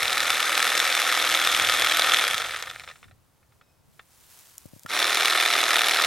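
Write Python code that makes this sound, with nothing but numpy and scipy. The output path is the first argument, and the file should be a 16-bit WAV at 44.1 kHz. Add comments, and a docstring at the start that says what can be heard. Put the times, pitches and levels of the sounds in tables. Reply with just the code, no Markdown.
"""Among fir trees, in light wind, a small cordless chainsaw runs against limbs, coasts to a stop, is
lowered through the needles and starts again. Its slack chain slaps the bar, hardest twice per sprocket
turn, over a rattle of links and a motor hum; the blows ring in the housing. In the pause the loose chain
clacks, the bar rings faintly, needles brush past and something bumps softly near the microphone."""
import sys
import numpy as np
from scipy import signal
from scipy.fft import rfft, irfft, next_fast_len
from scipy.io import wavfile
from scipy.ndimage import map_coordinates

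SR = 44100
rng = np.random.default_rng(int(sys.argv[2]) if len(sys.argv) > 2 else 0)


def master_out(mix):
    """Clip the mix to full scale and print it as 16-bit PCM to the path in sys.argv[1]."""
    frames = np.transpose(np.atleast_2d(mix))
    ceiling = np.clip(frames, -1, 1)
    pcm = np.round(ceiling * 32767).astype(np.int16)
    wavfile.write(sys.argv[1], SR, pcm)


N = 267628
TIME = np.arange(N) / SR


def amp(db):
    """Decibels to gain."""
    return 10 ** (np.asarray(db) / 20)


def unit(x):
    """Scaled to rms 1."""
    return x / np.sqrt(np.mean(x ** 2) + 1e-20)


def along(points, hz):
    """Curve of (frequency [Hz], value) points, read on a log frequency axis."""
    knots_hz, values = np.transpose(points)
    return np.interp(np.log(hz + 1), np.log(knots_hz + 1), values)


def wobble(knots_per_s):
    """Smooth random curve."""
    knots = rng.standard_normal(int(N * knots_per_s / SR) + 4)
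    return map_coordinates(knots, [TIME * knots_per_s])


def coloured(x, spectrum, resonances=(), size=8192):
    """Minimum-phase filter of unit energy: a broad spectrum plus resonance peaks."""
    hz = np.fft.rfftfreq(size, 1 / SR)
    peaks_db = sum(db / (1 + (2 * (hz - centre) / width) ** 2) for centre, width, db in resonances)
    cepstrum = irfft(np.log(amp(along(spectrum, hz) + peaks_db) + 1e-6))
    cepstrum[1:size // 2] *= 2
    cepstrum[size // 2 + 1:] = 0
    response = irfft(np.exp(rfft(cepstrum)))
    return signal.fftconvolve(x, response / np.linalg.norm(response))[:N]


def lowpass(x, hz, order=1):
    """Butterworth low-pass."""
    return signal.sosfilt(signal.butter(order, hz, fs=SR, output="sos"), x)


def resonant(x, hz, q):
    """One resonance, gain 1 at its centre."""
    return signal.lfilter(*signal.iirpeak(hz, q, fs=SR), x)


def impulses(times_s, sizes):
    """One-sample pushes."""
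    samples = np.clip(np.round(times_s * SR).astype(int), 0, N)
    return np.bincount(samples, sizes, N + 1)[:N]


def chatter(times_s, sizes, t60_s):
    """Each contact buzzes in a decaying noise burst with the energy of its push."""
    decay = amp(-120 / (t60_s * SR))
    power = signal.lfilter([1 - decay], [1, -decay], impulses(times_s, sizes ** 2))
    return np.sqrt(power) * rng.standard_normal(N)


def stereo(mid, side):
    """Mid and side to left and right."""
    return np.array([mid + side, mid - side])


def stereo_noise(spectrum, side_db):
    """Coloured stereo noise, rms 1."""
    mid, side = (coloured(rng.standard_normal(N), spectrum) for _ in range(2))
    return unit(stereo(mid, amp(side_db) * side))


# Tree hush: (frequency [Hz], gain [dB])
HUSH_SPECTRUM = [(60, -22), (200, 1), (500, -0.5), (1000, -1.5), (2000, -10), (4000, -13.5), (16000, -17.5)]


def trees():
    """Faint, steady hush of trees."""
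    return amp(-67.5) * stereo_noise(HUSH_SPECTRUM, side_db=-6.5)


# Gusts: (time [s], half length [s], level [dB])
GUSTS = [(0.142, 0.16, -55.5), (1.63, 0.29, -54), (2.55, 0.39, -64.5), (3.101, 0.054, -56),
         (3.895, 0.12, -69)]
# Wind common to both microphone ports, and differing between them: (frequency [Hz], gain [dB])
RUMBLE_SPECTRUM = [(15, -15.5), (45, -7.5), (85, 0.5), (140, -4), (220, -19.5), (500, -47.5), (1500, -100)]
EDDY_SPECTRUM = [(20, -29), (60, -18.5), (120, -1), (195, 4.5), (280, -11.5), (600, -22), (1500, -90)]


def wind(breeze_db=-69):
    """Gusts swell over a light breeze at the microphone."""
    gusts = sum(amp(db) * np.exp(-((TIME - at_s) / half_s) ** 2) for at_s, half_s, db in GUSTS)
    rumble = amp(2 * wobble(9.7)) * coloured(rng.standard_normal(N), RUMBLE_SPECTRUM)
    eddies = amp(-2 + 3 * wobble(16)) * coloured(rng.standard_normal(N), EDDY_SPECTRUM)
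    return (amp(breeze_db) + gusts) * stereo(rumble, eddies)


# Bumps near the microphone: (time [s], level [dB])
BUMPS = [(2.307, -41), (2.344, -35), (3.057, -52), (3.1, -52), (4.656, -34.5), (4.734, -37), (4.763, -41),
         (4.85, -36)]


def bumps():
    """Each soft bump is one damped low swing, stronger on the left."""
    times_s, db = np.transpose(BUMPS)
    thud_spectrum = [(30, -50), (90, 4), (170, 0), (300, -4.5), (430, -19), (570, -7), (900, -34),
                     (2500, -51), (8000, -81.5)]
    thuds = coloured(impulses(times_s, amp(db + 17)), thud_spectrum)
    return stereo(thuds, side=1.7 * (thuds - lowpass(thuds, 260)))


# Needle hiss: (frequency [Hz], gain [dB])
NEEDLE_SPECTRUM = [(180, -42.5), (300, -16.5), (405, -13.5), (425, -15.5), (870, -6.5), (2480, -8),
                   (9550, -5.5), (16000, -9)]
# Twig flicks: (time [s], level [dB])
TWIG_FLICKS = [(4.39, -35.5), (4.581, -23.5), (4.66, -38), (4.795, -33), (4.834, -32.5)]


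def needles(start_s=3.82, peak_s=4.43, settle_db_per_s=18.5, rest_db=-74, ticks_per_s=22):
    """Brushed fir needles hiss and tick in one swell, never quite still; single twigs flick."""
    push = np.clip((TIME - start_s) / (peak_s - start_s), 0, 1) ** 1.4
    swell = push * amp(-53.5 - settle_db_per_s * np.maximum(TIME - peak_s, 0))
    flutter = amp(wobble(30))
    grain = unit(amp(2.5 * wobble(900)) * stereo_noise(NEEDLE_SPECTRUM, side_db=-8))
    hiss = (swell + amp(rest_db)) * flutter * grain
    times_s, db = np.transpose(TWIG_FLICKS)
    flicks = chatter(times_s, amp(db + 9), t60_s=.0065)
    when, strength = rng.random((round(ticks_per_s * N / SR), 2)).T
    ticks = swell * chatter(when * N / SR, amp(15.5) * strength, t60_s=.006)
    snap_spectrum = [(500, -15), (2500, -7), (5500, 5), (13000, 1.5), (16000, -2.5)]
    return hiss + coloured(flicks + ticks, snap_spectrum)


def thicket_echo(x, t60_s, size=8192):
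    """Trunks and ground scatter a brief echo, different on each side."""
    age_s = np.arange(size) / SR
    envelope = amp(-60 * age_s / t60_s) * (1 - np.exp(-age_s / .0016))
    tail = envelope * rng.standard_normal((2, size))
    return signal.fftconvolve(x[None], tail / np.linalg.norm(tail[0]), axes=1)[:, :N]


def hand_sway(x, delay_ms, drift_ms, echo_db):
    """A close reflection shifts as the hand moves, changing the treble colour."""
    delay_samples = (delay_ms + drift_ms * wobble(2)) * SR / 1000
    treble = x - lowpass(x, 5900)
    return x + amp(echo_db) * map_coordinates(treble, [np.arange(N) - delay_samples])


# Quadrature side signal at the ports: (frequency [Hz], side over mid [dB])
PORT_SIDE = [(200, -13.5), (700, -23), (1300, -43), (2400, -23.5), (3300, -17.5), (4300, -29),
             (5200, -12.5), (6800, -2.5), (8500, -56.5), (15000, -29.5)]


def port_spread(x):
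    """The two microphone ports differ in phase by frequency; the low mids lean right."""
    size = next_fast_len(N + SR // 2)
    hz = np.fft.rfftfreq(size, 1 / SR)
    lean = along([(100, 0), (250, -.09), (700, -.16), (1200, 0), (5000, 0), (8100, .1), (13000, -.05)], hz)
    side_gain = lean + 1j * amp(along(PORT_SIDE, hz))
    return stereo(x, irfft(rfft(x, size) * side_gain, size)[:N])


# Steel bar modes: (frequency [Hz], level [dB], t60 [s])
BAR_MODES = [(2530, -70, .7), (3800, -78, .8), (5220, -74, 1.05), (7730, -80, .7)]


def bar_ring(struck_s=3.612):
    """The bar rings faintly after one clack, each mode wavering."""
    age_s = np.maximum(TIME - struck_s, 0)
    ring = np.zeros(N)
    for hz, db, t60_s in BAR_MODES:
        envelope = amp(db - 60 * age_s / t60_s + 3.3 * wobble(30))
        ring += envelope * np.sin(2 * np.pi * hz * age_s + .85 * wobble(90))
    return (1 - np.exp(-age_s / .01)) * ring


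# Switch modes: (frequency [Hz], relative level [dB], t60 [s])
SWITCH_MODES = [(1376, -0.5, 0.03), (1750, -5, .016), (2900, -11.5, 0.013)]


def trigger(click_s=4.862, crack_t60_s=.022):
    """The switch snaps shut just before the restart: a dry crack and a short ring."""
    age_s = np.maximum(TIME - click_s, 0)
    ring = sum(amp(db - 60 * age_s / t60_s) * np.sin(2 * np.pi * hz * age_s)
               for hz, db, t60_s in SWITCH_MODES)
    crack = (age_s > 0) * amp(-5.5 - 60 * age_s / crack_t60_s) * rng.standard_normal(N)
    return amp(-27.5) * (ring + lowpass(crack, 6000))


# Housing and bar resonances: (frequency [Hz], width [Hz], boost [dB])
HOUSING_MODES = [(524.5, 130, 6.5), (752, 270, 8), (1278, 250, 8), (1807, 47, 6), (2226, 380, 2.5),
                 (3556, 175, 8), (4053, 490, 8), (4910, 180, 4.5), (5550, 730, 5.5), (6430, 400, 6),
                 (7990, 410, 5.5), (11600, 330, 6.5)]
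# Saw colour at chest height and near the ground: (frequency [Hz], gain [dB])
RAISED_SPECTRUM = [(120, -33), (220, -21), (330, -14.5), (390, -15), (470, -11), (900, -11.5), (1400, -1),
                   (2600, -2), (4000, -9), (5000, -12), (7500, -15), (11000, -13), (13500, -24),
                   (16000, -29.5)]
LOWERED_SPECTRUM = [(120, -44), (220, -27.5), (330, -13), (450, -15.5), (900, -10), (1400, -3.5),
                    (2600, -2.5), (4000, -9), (5000, -11.5), (7500, -17), (11000, -13.5), (13500, -28.5),
                    (16000, -27)]


def housing(force, lowered):
    """The saw body rings under a force; its colour depends on height."""
    at_chest = coloured(force * (1 - lowered), RAISED_SPECTRUM, HOUSING_MODES)
    at_ground = coloured(force * lowered, LOWERED_SPECTRUM, HOUSING_MODES)
    return at_chest + at_ground


# Loose chain clacks: (time [s], level [dB], contact pitch [Hz], contacts [count])
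CLACKS = [(2.805, -31, 2400, 1), (2.837, -31, 3060, 1), (2.876, -27.5, 2620, 4), (2.957, -35.5, 1650, 1),
          (3.029, -35, 1810, 2), (3.082, -43, 1700, 1), (3.111, -39, 1580, 1), (3.429, -51.5, 1990, 1),
          (3.522, -50.5, 1990, 1), (3.612, -40, 1480, 1), (3.994, -29.5, 1610, 1), (4.905, -19, 1700, 1)]


def chain_clacks(rebound_s=.012, rebound_loss_db=.7):
    """The slack chain drops on the bar, may rebound, and rings the housing."""
    force = np.zeros(N)
    for first_s, first_db, contact_hz, contacts in CLACKS:
        for k in range(round(contacts)):
            at_s = np.array([first_s + k * rebound_s])
            db = np.array([first_db - k * rebound_loss_db])
            blow = impulses(at_s, amp(db + 1)) + chatter(at_s, amp(db + 13.5), t60_s=.04)
            force += lowpass(blow, 1.78 * contact_hz, order=2) + .18 * resonant(blow, contact_hz, q=3.5)
    return housing(force, lowered=0)


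# Trigger held: (pulled [s], released [s], full sprocket speed [turns/s])
MOTOR_RUNS = [(-1, 2.175, 40.19), (4.871, 7, 39.24)]


def motor(spin_up_s=.037, drag_s=.73, friction_turns_per_s2=20.45, taut_s=.087, free_s=.089):
    """Spins up fast, then coasts against viscous drag and steady chain friction."""
    turns_per_s, taut, free = np.zeros((3, N))
    friction = friction_turns_per_s2 * drag_s
    for pulled_s, released_s, full_speed in MOTOR_RUNS:
        age_s = np.maximum(TIME - pulled_s, 0)
        coast_s = np.maximum(TIME - released_s, 0)
        driven = full_speed * (1 - np.exp(-age_s / spin_up_s))
        turns_per_s += np.maximum((driven + friction) * np.exp(-coast_s / drag_s) - friction, 0)
        taut += (age_s > 0) * np.exp(-age_s / taut_s)  # each start tugs the chain tight
        free = np.where(age_s > 0, 1 - np.exp(-coast_s / free_s), free)  # 0 driven, 1 coasting
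    return turns_per_s, taut, free


# Motor and gear tones: (multiple of sprocket speed, level raised [dB], level lowered [dB])
HUM_TONES = [(4, -79, -66), (5, -68, -64.5), (6, -67, -69), (7, -60.5, -56.5), (8, -55.5, -50.5),
             (9, -75.5, -50), (10, -62.5, -49), (11, -68, -49.5), (12, -60.5, -50.5), (13, -62.5, -58),
             (14, -51, -56), (15, -57.5, -48), (17, -59.5, -46), (18, -62, -42.5), (19, -53.5, -65.5),
             (20, -52, -57)]


def motor_hum(turns, lowered, waver_rad=.23):
    """Motor and gears hum in slightly unsteady tones locked to the sprocket."""
    tones = np.zeros(N)
    for multiple, raised_db, lowered_db in HUM_TONES:
        phase = 2 * np.pi * (round(multiple) * turns + rng.random()) + waver_rad * wobble(12)
        db = raised_db + (lowered_db - raised_db) * lowered + 1.7 * wobble(9)
        tones += amp(db) * np.sqrt(2) * np.sin(phase)
    return tones


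def link_rattle(turns, per_turn, scatter_db):
    """Links and gear teeth tick unevenly; rms 1."""
    timing, strength = rng.standard_normal((int(turns[-1] * per_turn), 2)).T
    times_s = np.interp((np.arange(len(timing)) + .3 * timing) / per_turn, turns, TIME)
    return unit(chatter(times_s, amp(scatter_db * strength), t60_s=.0038))


def groove_slide(turns):
    """The chain slides in the bar groove: a hiss of dense ticks."""
    groove_spectrum = [(500, -6.5), (3000, -2.5), (5200, -4), (6500, -4.5), (8000, -1),
                       (11500, -10.5), (15000, -13.5)]
    return coloured(link_rattle(turns, per_turn=240, scatter_db=-.5), groove_spectrum)


# Slaps within one sprocket turn:
# (position [turns], level raised [dB], level lowered [dB], contact pitch [Hz], jitter [turns])
SLAPS = [(.2, -1.5, -1, 3700, .005), (.25, -9, -8, 2100, .012), (.36, -8, -7, 1400, .015),
         (.72, -12, -18, 1600, .025), (.83, -14, -4, 3700, .012), (.88, -5, -3, 1900, .01),
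         (.94, -9, -6, 1200, .015)]


def chain_slaps(turns, lowered, scatter_db=2.1, sharpness_db=6):
    """The chain hits the bar at set points of each turn: a repeating thud, a random buzz; rms 1."""
    force = np.zeros(N)
    whole_turns = np.arange(int(turns[-1]) + 1)
    for position, raised_db, lowered_db, contact_hz, jitter in SLAPS:
        timing, strength, edge = rng.uniform(-1.7, 1.7, (len(whole_turns), 3)).T
        times_s = np.interp(whole_turns + position + jitter * timing, turns, TIME, right=2 * TIME[-1])
        db = raised_db + (lowered_db - raised_db) * np.interp(times_s, TIME, lowered)
        sizes = amp(db + scatter_db * strength)
        thuds = .7 * lowpass(impulses(times_s, sizes), 3600, order=2)
        blows = thuds + chatter(times_s, sizes, t60_s=.014)
        sharpness = np.interp(TIME, times_s, amp(sharpness_db * edge))
        dull = lowpass(blows, 4600)
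        force += dull + sharpness * (blows - dull) + 1.26 * resonant(blows, contact_hz, q=1.48)
    return unit(force)


def swelling_ring(force, start_s=.66, full_s=1.65, fade_at_s=2.35, fade_s=.43):
    """A narrow ring near 3.3 kHz swells as the saw is turned, then fades."""
    rise = np.clip((TIME - start_s) / (full_s - start_s), 0, 1)
    swell = rise * np.exp(-np.maximum(TIME - fade_at_s, 0) / fade_s)
    return (amp(-17.5) + amp(2) * swell) * resonant(force, hz=3273, q=20)


def chainsaw(lowered, approach_s=.91, coast_db=-3.5, slap_pace=.22):
    """Slaps and rattle drive bar and housing; more speed gives more and harder blows."""
    turns_per_s, taut, free = motor()
    turns = np.cumsum(turns_per_s) / SR
    pace = turns_per_s / turns_per_s.max()
    # a taut or slow chain hardly slaps; a coasting one strikes softly
    flung = (1 - taut) * (1 - np.exp(-(pace / slap_pace) ** 4)) * amp(coast_db * free)
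    slaps = flung * pace ** .75 * chain_slaps(turns, lowered)
    rattle = amp(-1) * pace ** 1.37 * link_rattle(turns, per_turn=36, scatter_db=3.5)
    distance_db = -3 * np.exp(-TIME / approach_s)  # the microphone closes in
    force = amp(-27 + distance_db - .5 * lowered) * (slaps + rattle)
    force += swelling_ring(force)
    # slow blows are softer: the treble dies first
    force = pace ** .12 * force + (1 - pace ** .5) * lowpass(force, 4000)
    slide = amp(-48.5) * pace ** .19 * groove_slide(turns)
    hum = amp(-1) * pace ** 3.6 * motor_hum(turns, lowered)
    return housing(force, lowered) + slide + hum


def scene(lower_at_s=3.5, lower_takes_s=1):
    """The saw is ahead, among trees, and drifts slightly right as it is lowered."""
    lowered = np.clip((TIME - lower_at_s) / lower_takes_s, 0, 1)  # 0 chest height, 1 near the ground
    saw = chainsaw(lowered) + chain_clacks() + trigger() + bar_ring()
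    saw = hand_sway(saw, delay_ms=.6145, drift_ms=.025, echo_db=-13)
    pan_db = .2 - .75 * lowered  # left minus right
    direct = port_spread(saw) * amp([pan_db / 2, -pan_db / 2])
    echo = amp(-18.5) * thicket_echo(saw, t60_s=.23)
    return direct + echo + needles() + bumps() + wind() + trees()


def record(dry, ceiling=.8, top_hz=16050):
    """Soft peak limiting, then a sharp band limit."""
    rounded = dry / (1 + np.abs(dry / ceiling) ** 4) ** .25
    size = next_fast_len(N + SR // 2)
    passband = np.fft.rfftfreq(size, 1 / SR) < top_hz
    return irfft(rfft(rounded, size) * passband, size)[:, :N]


dry = scene()
out = record(dry)
master_out(out)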